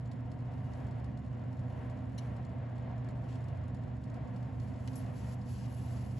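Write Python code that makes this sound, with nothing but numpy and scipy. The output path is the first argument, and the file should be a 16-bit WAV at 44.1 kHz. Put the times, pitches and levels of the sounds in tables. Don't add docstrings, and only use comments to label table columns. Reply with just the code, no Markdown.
import sys
import numpy as np
from scipy import signal
from scipy.fft import rfft, irfft, next_fast_len
from scipy.io import wavfile
from scipy.ndimage import uniform_filter1d

SR = 44100
rng = np.random.default_rng(int(sys.argv[2]) if len(sys.argv) > 2 else 0)


def voltage_ratio(level):
    return 10 ** (np.asarray(level, float) / 20)


def dump(signal):
    limited = np.clip(np.atleast_2d(signal).T, -1, 1)
    pcm = np.round(limited * 32767).astype(np.int16)
    wavfile.write(sys.argv[1], SR, pcm)


N = 273067
TIME = np.arange(N) / SR
PAD = next_fast_len(N)
HZ = np.fft.rfftfreq(PAD, 1 / SR) + 1e-3
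OPPOSITE = np.array([[1], [-1]])
CALM_DB = -88


# f/Hz, density/dB per Hz
HISS = [(3000, -18.5), (4500, 1.5), (6000, -1.5), (8000, 1), (10000, -3), (11500, -3), (12300, -9.5)]
# f/Hz, density/dB per Hz
SPUTTER = [(1500, -19), (2500, 0.5), (3500, -3), (5000, -10), (7000, -8.5)]


def sizzle():
    hiss_db = steam_db()
    extra_db = hiss_db - CALM_DB
    bright_db = -2.5 + 0.17 * extra_db + 1.6 * drift(8)
    bright_db = bright_db + sum(lift_db * gate(s, length) for s, length, *_, lift_db in GUSTS)
    sputter_db = -83 + 0.76 * extra_db + 1.5 * drift(22)

    hiss = coloured(grains(12000, spread_db=-2.5), HISS)
    treble_filter = signal.butter(4, 9200, "high", fs=SR, output="sos")
    top = signal.sosfiltfilt(treble_filter, hiss)
    hiss = voltage_ratio(hiss_db + 4.5 + 1.3 * drift(42)) * (hiss - top + voltage_ratio(bright_db + 5.5) * top)
    return hiss + voltage_ratio(sputter_db) * coloured(grains(8000, spread_db=-0.5), SPUTTER)


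# t/s, flow as hiss level/dB
FRYING = [(0.0, -94.5), (0.45, -91.5), (0.76, -84), (1.05, -91.5), (1.45, -91), (1.85, -86.5), (2.1, -91),
          (3.1, -94), (3.33, -86), (3.65, -94), (4.2, -90), (4.55, -88), (4.8, -82.5), (5.0, -74),
          (5.1, -80.5), (5.4, -85.5), (6.19, -79.5)]
# t/s, length/s, level/dB, sag/dB per s, treble lift/dB
GUSTS = [
    (4.568, 0.13, -81.5, 13, -2),
    (5.123, 0.095, -73, 8, -4),
    (5.208, 0.13, -71, 9, -1),
    (5.44, 0.22, -69.5, 16, -3),
    (5.648, 0.22, -75.5, -4, 0.5),
    (5.846, 0.173, -72.5, 14, -0.5),
    (5.986, 0.136, -77.5, 1, 1),
    (6.148, .1, -72, 0, -5),
]


def steam_db():
    flow = voltage_ratio(np.interp(TIME, *np.transpose(FRYING))) ** 2
    for s, length, level_db, sag_db, _ in GUSTS:
        gust_db = level_db - sag_db * np.clip(TIME - s, 0, length)
        flow = flow + (gate(s, length) * voltage_ratio(gust_db)) ** 2
    after_db, after_t60_s = -24, 0.73
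    for s, puff_db, *_ in BURSTS:
        vent_db = puff_db + after_db - 60 * np.maximum(TIME - s, 0) / after_t60_s
        flow = flow + (TIME > s) * voltage_ratio(vent_db) ** 2
    return 10 * np.log10(flow)


def gate(s, length):
    rise_s, fall_s = 0.055, 0.018
    return np.clip(np.minimum((TIME - s) / rise_s, 1 + (s + length - TIME) / fall_s), 0, 1)


def grains(per_s, spread_db):
    sizes = voltage_ratio(spread_db * np.minimum(rng.exponential(1, N), 5)) * rng.choice([-1, 1], N)
    return sizes * (rng.random(N) < per_s / SR)


# f/Hz, level/dB, t60/s
LID = [(3300, -5, .035), (3610, -5, .035), (3860, -7, .03), (4270, 0, .045), (4600, -6, .03),
       (5250, -1, .04), (5600, -6, .03), (6200, -6, .03), (6800, -6, .03), (7050, 1, .045), (7600, -6, .03),
       (8400, 2, .04), (9100, -6, .03), (9960, -5, .05)]
# f/Hz, density/dB per Hz
SPLASH = [(2200, -17), (3200, -1), (4500, 1), (6000, -6.5), (8500, 0), (10500, -10.5), (12000, -18)]


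def lid_ticks():
    s, peak_db = touches()
    ring = struck(LID, s, peak_db - 16, spread_db=3.0)
    ring = ring + struck(LID, np.minimum(s + .017, TIME[-1]), peak_db - 21, spread_db=4.0)
    starts = np.full(N, 1e-18)
    starts[(s * SR).astype(int)] = voltage_ratio(peak_db - 7.5)
    splash = signal.lfilter([1], [1, -voltage_ratio(-60 / (.045 * SR))], starts)
    return ring + splash * coloured(rng.standard_normal(N), SPLASH)


# t into the turn/s, top peak level/dB
CONTACTS = [
    (.0088, -64),
    (.0515, -66),
    (.0590, -69),
]
# t/s, peak level/dB
TICKS = [(0.115, -55.5), (0.316, -58.5), (0.536, -65), (0.7346, -58.5), (0.8011, -70), (0.868, -60),
         (0.91, -62), (1.043, -58.5), (1.174, -60.5), (1.5287, -63), (1.5927, -63), (2.365, -62),
         (2.45, -63), (2.7806, -62), (2.9797, -63), (3.045, -61.5), (3.0876, -57.5), (3.4402, -61),
         (3.4836, -62), (3.746, -58), (3.834, -70.5), (4.0386, -58.5), (4.099, -62), (4.142, -59.5),
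         (4.361, -60), (4.599, -57), (4.9324, -57), (5.062, -62), (5.414, -60.5), (6.181, -63)]
# t/s, peak level/dB
TAPS = [(0.058, -60), (0.1905, -76), (0.2064, -70), (0.3885, -67), (0.4559, -73), (0.5197, -69),
        (0.6449, -71), (0.9981, -67), (1.0574, -67), (1.2476, -71), (1.2625, -68), (1.3305, -66),
        (1.3738, -72), (1.701, -61), (1.8986, -57), (1.9734, -62), (2.0507, -78), (2.2962, -73),
        (2.7656, -69), (3.2276, -75), (3.5583, -72), (3.5728, -65), (3.68, -59), (3.8222, -65),
        (3.9429, -78), (4.0158, -68), (4.2073, -68), (4.2727, -67), (4.345, -66), (4.428, -59),
        (4.6833, -60), (4.7406, -66), (3.288, -65), (3.326, -56), (3.354, -56), (3.406, -61)]


def touches():
    turn_s, spread_db, tap_loss_db = .06598, 9, 4
    into, usual_db = np.transpose(CONTACTS)
    turns = np.arange(0, TIME[-1] - 2 * turn_s, turn_s)[:, None]
    light_db = usual_db - spread_db * np.abs(rng.standard_normal((len(turns), len(into))))
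    firm, firm_db = np.transpose(TICKS + [(s, db - tap_loss_db) for s, db in TAPS])
    return np.append((turns + into).ravel(), firm), np.append(light_db.ravel(), firm_db)


def spatter(per_s, level_db):
    times = np.sort(rng.random(int(per_s * TIME[-1]))) * TIME[-1]
    return struck(LID, times, level_db - 5 * rng.exponential(1, len(times)), spread_db=4.0)


# t/s, puff level/dB, puff t60/s, puff brightness/dB per octave, rim ring level/dB
BURSTS = [
    (2.177, -54.5, 0.035, -2.5, -78),
    (2.195, -79, 0.18, -9, -95),
    (4.876, -59, 0.019, -8, -95),
    (4.956, -64.5, 0.028, 13, -61.5),
    (4.977, -79, 0.036, 20, -61),
]
# t/s, level/dB, thinness -1 to 1
CRACKS = [
    (2.179, -46, 0),
    (4.8765, -37.5, -.9),
    (4.957, -29, .85),
]
# f/Hz, width/Hz, level/dB
DOME = [(2000, 1100, -2), (2850, 630, 1), (4000, 750, 4), (4860, 860, -3), (5730, 800, 6.5), (6400, 490, 3),
        (7400, 1300, -4), (9000, 2000, 4), (10670, 2100, -9)]
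# f/Hz, level/dB, t60/s
RIM = [(6332, -9, .1), (8900, -6, .05), (9938, 0, .14), (10008, -4, .12), (10250, -3, .05), (10542, -1, .1),
       (11298, -1, .12), (11800, -18, .2)]


def bursts():
    out, white = np.zeros(N), rng.standard_normal(N)
    for s, puff_db, t60, bright_db, _ in BURSTS:
        age = np.maximum(TIME - s, 0)
        fade_db = 60 * (age / t60) ** 2.84
        puff = white * (1 - np.exp(-age / 0.0033)) * voltage_ratio(puff_db + 10.5 - fade_db)
        for hz, width_hz, level_db in DOME:
            gain = voltage_ratio(level_db + bright_db * np.log2(hz / 5000))
            out += gain * resonance(resonance(puff, hz, width_hz), hz, width_hz)
    for s, crack_db, thin in CRACKS:
        out[int(s * SR) + np.arange(3)] += voltage_ratio(crack_db) * np.array([1, -2 * thin, thin ** 2])
    s, ring_db = np.array(BURSTS)[:, [0, 4]].T
    out += struck(RIM, s, ring_db + 3, spread_db=1.5)
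    return signal.sosfilt(signal.butter(1, 1200, "high", fs=SR, output="sos"), out)


# t/s, level/dB
SLIDE = [
    (3.27, -100),
    (3.288, -68.5),
    (3.33, -68),
    (3.365, -71),
    (3.385, -100),
]
# f/Hz, density/dB per Hz
GRIT = [(1800, -9.5), (2800, 4), (4000, -1.5), (5500, -7), (7500, -4.5), (10500, -15.5)]


def slide():
    s, level_db = np.transpose(SLIDE)
    return voltage_ratio(np.interp(TIME, s, level_db)) * coloured(grains(5100, spread_db=-2.5), GRIT)


def kitchen(x, lean_db, echo_db, t60):
    echoes = rms_one(rng.standard_normal(N) * voltage_ratio(-60 * TIME / t60)) / np.sqrt(N)
    side = voltage_ratio(echo_db) * rfft(echoes, PAD) * diffuse() * OPPOSITE
    return shaped(x, (1 + side) * sides(lean_db * diffuse()))


# level/dB rms, left-right/dB
HUM = [(-41.5, -1), (-56, -7.5), (-73.5, -6), (-71.5, -2), (-72.5, -3), (-80.5, 4.5)]
# f/Hz, width/Hz, level/dB rms, left-right/dB
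WHEEL = [(91.35, 1.43, -50, -3), (625, 0.72, -69, -6), (2850, 3.5, -89.5, 16), (1900, 8.3, -84.5, -3)]


def fan_tones():
    mains_hz, orders = 60.04, (2, 4, 6, 8, 12, 18)
    out = np.zeros((2, N))
    for order, (level_db, lean_db) in zip(orders, HUM):
        cycles = order * mains_hz * TIME + rng.random()
        tone = np.sqrt(2) * voltage_ratio(level_db) * np.sin(2 * np.pi * cycles)
        out += sides(lean_db)[:, None] * tone
    for hz, width_hz, level_db, lean_db in WHEEL:
        tone = resonance(rng.standard_normal(N + SR), hz, width_hz)
        tone = resonance(tone, hz, 3 * width_hz)[SR:]
        out += sides(lean_db)[:, None] * voltage_ratio(level_db) * rms_one(tone)
    return out


def blade_tone(lean_db, wander_hz):
    turns = np.cumsum(258.3 + wander_hz * drift(2.62)) / SR
    level_db = -59.5 + 4.5 * drift(3.0)
    return sides(lean_db)[:, None] * np.sqrt(2) * voltage_ratio(level_db) * np.sin(2 * np.pi * turns)


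# f/Hz, density/dB per Hz
RUMBLE = [(22, -28.5), (45, -19.5), (60, -7.5), (73, 0), (85, -14), (105, -2.5), (145, -2.5), (168, -14),
          (195, -5.5), (228, -16), (258, -10), (282, -14.5), (330, -23), (460, -35)]
# f/Hz, density/dB per Hz
DUCT = [(330, -5), (455, -5.5), (500, 3), (535, -4), (615, 0.5), (665, 1), (770, -2), (800, -4.5),
        (855, -12), (900, -2.5), (955, -6.5), (1050, -7.5), (1150, -10), (1250, -17.5)]
# f/Hz, density/dB per Hz
AIR = [(1150, -19), (1300, 2), (1500, 1), (1700, 2), (2090, -0.5), (2290, -5), (2970, -9), (3860, -16.5),
       (4400, -19.5), (4820, -23), (7030, -38.5), (8540, -34.5), (11500, -47.5)]
# f/Hz, likeness 0 to 1
ALIKE = [(25, 0.88), (60, 1), (130, 0.96), (200, 0.93), (270, 0.36), (580, 0.58), (1230, 0.48),
         (2630, 0.69), (5590, 0.8), (9000, 0.43)]
# f/Hz, left-right/dB
LEAN = [(60, 0.5), (160, -3), (260, 1), (500, -2), (780, 2), (920, 1), (2000, 0.5), (4000, 3), (7000, 1)]


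def fan_noise():
    white = rng.standard_normal((3, 2, N))
    rush = voltage_ratio(-53.5) * coloured(white[1], DUCT) + voltage_ratio(-64) * coloured(white[2], AIR)
    mid, side = voltage_ratio(-43) * coloured(white[0], RUMBLE) + voltage_ratio(1.5 * drift(2.4)) * rush
    alike, lean = np.clip(at_hz(ALIKE), 0, 1), sides(at_hz(LEAN) * diffuse())
    shared = shaped(mid, np.sqrt((1 + alike) / 2) * lean)
    return shared + shaped(side, np.sqrt((1 - alike) / 2) * diffuse() * lean * OPPOSITE)


def diffuse():
    return .19 + .81 / (1 + (HZ / 6100) ** 16)


def sides(lean_db):
    return voltage_ratio(np.array([lean_db / 2, -lean_db / 2]))


def struck(modes, times, blows_db, spread_db):
    at, out = (np.array(times) * SR).astype(int), np.zeros(N)
    chance = rng.standard_normal((len(at), 2 * len(modes)))
    for k, (hz, level_db, t60) in enumerate(modes):
        blow_db = blows_db + level_db + spread_db * chance[:, 2 * k]
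        clicks = np.full(N, 1e-18)
        clicks[at] = voltage_ratio(blow_db) * np.sign(chance[:, 2 * k + 1])
        r, w = voltage_ratio(-60 / (t60 * SR)), 2 * np.pi * hz / SR
        out += signal.lfilter([0, np.sin(w)], [1, -2 * r * np.cos(w), r * r], clicks)
    return out


def resonance(x, hz, width_hz):
    r = np.exp(-np.pi * width_hz / SR)
    poles = [1, -2 * r * np.cos(2 * np.pi * hz / SR), r * r]
    return signal.lfilter([(1 - r * r) / 2, 0, (r * r - 1) / 2], poles, x)


def drift(rate):
    r = np.exp(-2 * np.pi * rate / SR)
    return rms_one(signal.lfilter([1], [1, -2 * r, r * r], rng.standard_normal(N + SR))[SR:])


def coloured(x, spectrum):
    shut = [(spectrum[0][0] / 2, -70)] + list(spectrum) + [(spectrum[-1][0] * 2, -70)]
    return rms_one(shaped(x, voltage_ratio(at_hz(shut))))


def shaped(x, response):
    lead = (PAD - N) // 2
    wide = np.pad(x, [(0, 0)] * (x.ndim - 1) + [(lead, PAD - N - lead)], "reflect")
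    return irfft(rfft(wide) * response, PAD)[..., lead:lead + N]


def at_hz(points):
    hz, value = np.transpose(points)
    return np.interp(np.log(HZ), np.log(hz), value)


def rms_one(x):
    return x / np.sqrt(np.mean(x ** 2) + 1e-20)


def scene():
    drops = lid_ticks() + spatter(per_s=40, level_db=-83)
    pan = kitchen(sizzle() + drops + bursts() + slide(), lean_db=4.5, echo_db=-4.0, t60=.02)
    return pan + fan_noise() + fan_tones() + blade_tone(lean_db=-11.0, wander_hz=1.17)


def squelch(x, floor_db, margin_db, waver_db, jump_db):
    run_in = 2048
    x = np.pad(x, ((0, 0), (run_in, run_in)), "reflect")
    sum_difference = np.array([x[0] + x[1], x[0] - x[1]]) / 2
    hz, _, cells = signal.stft(sum_difference, SR, nperseg=2048, noverlap=1024)
    power = np.abs(cells) ** 2
    band = np.arange(len(hz)) // 10 * 10
    level = 10 * np.log10(uniform_filter1d(power, size=10, axis=1, origin=-5)[:, band] + 1e-20)
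    treble = 10 * np.log10(np.mean(power[:, hz > 4000], axis=(0, 1)) + 1e-20)
    hz = hz[:, None]

    bar = np.maximum(floor_db, np.where(hz > 9600, treble - 4.5, floor_db))
    bar = np.maximum(bar, level[::-1] - margin_db)
    waver = rms_one(uniform_filter1d(rng.standard_normal(level.shape), size=3))
    bar = bar + waver_db * waver[:, band]
    sudden = np.diff(treble, prepend=treble[0]) > jump_db
    keep = (level > bar) & (hz < 11900) | (hz < 2200) | sudden
    kept = signal.istft(cells * keep, SR, nperseg=2048, noverlap=1024)[1]
    mid, side = kept[:, run_in:run_in + N]
    return np.array([mid + side, mid - side])


def low_pass(x):
    return signal.sosfilt(signal.butter(12, 12510, fs=SR, output="sos"), x)


# f/Hz, phase by which left leads/rad
PORTS = [(180, 0), (600, .8), (950, -.4), (2150, .4), (3450, .1), (5800, 0), (7200, -.2), (8600, -2.9),
         (9500, -3.4), (10700, -6.05), (13000, -6.4)]


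def record(dry):
    ports = np.exp(.5j * at_hz(PORTS) * OPPOSITE)
    ported = shaped(dry, ports / (1 + (HZ / 11900) ** 30))
    ported = ported * np.minimum((TIME[-1] - TIME) / .004, 1)
    mix = squelch(ported, floor_db=-115, margin_db=8, waver_db=3.2, jump_db=5.8)
    return low_pass(mix)


dry = scene()
out = record(dry)
dump(out)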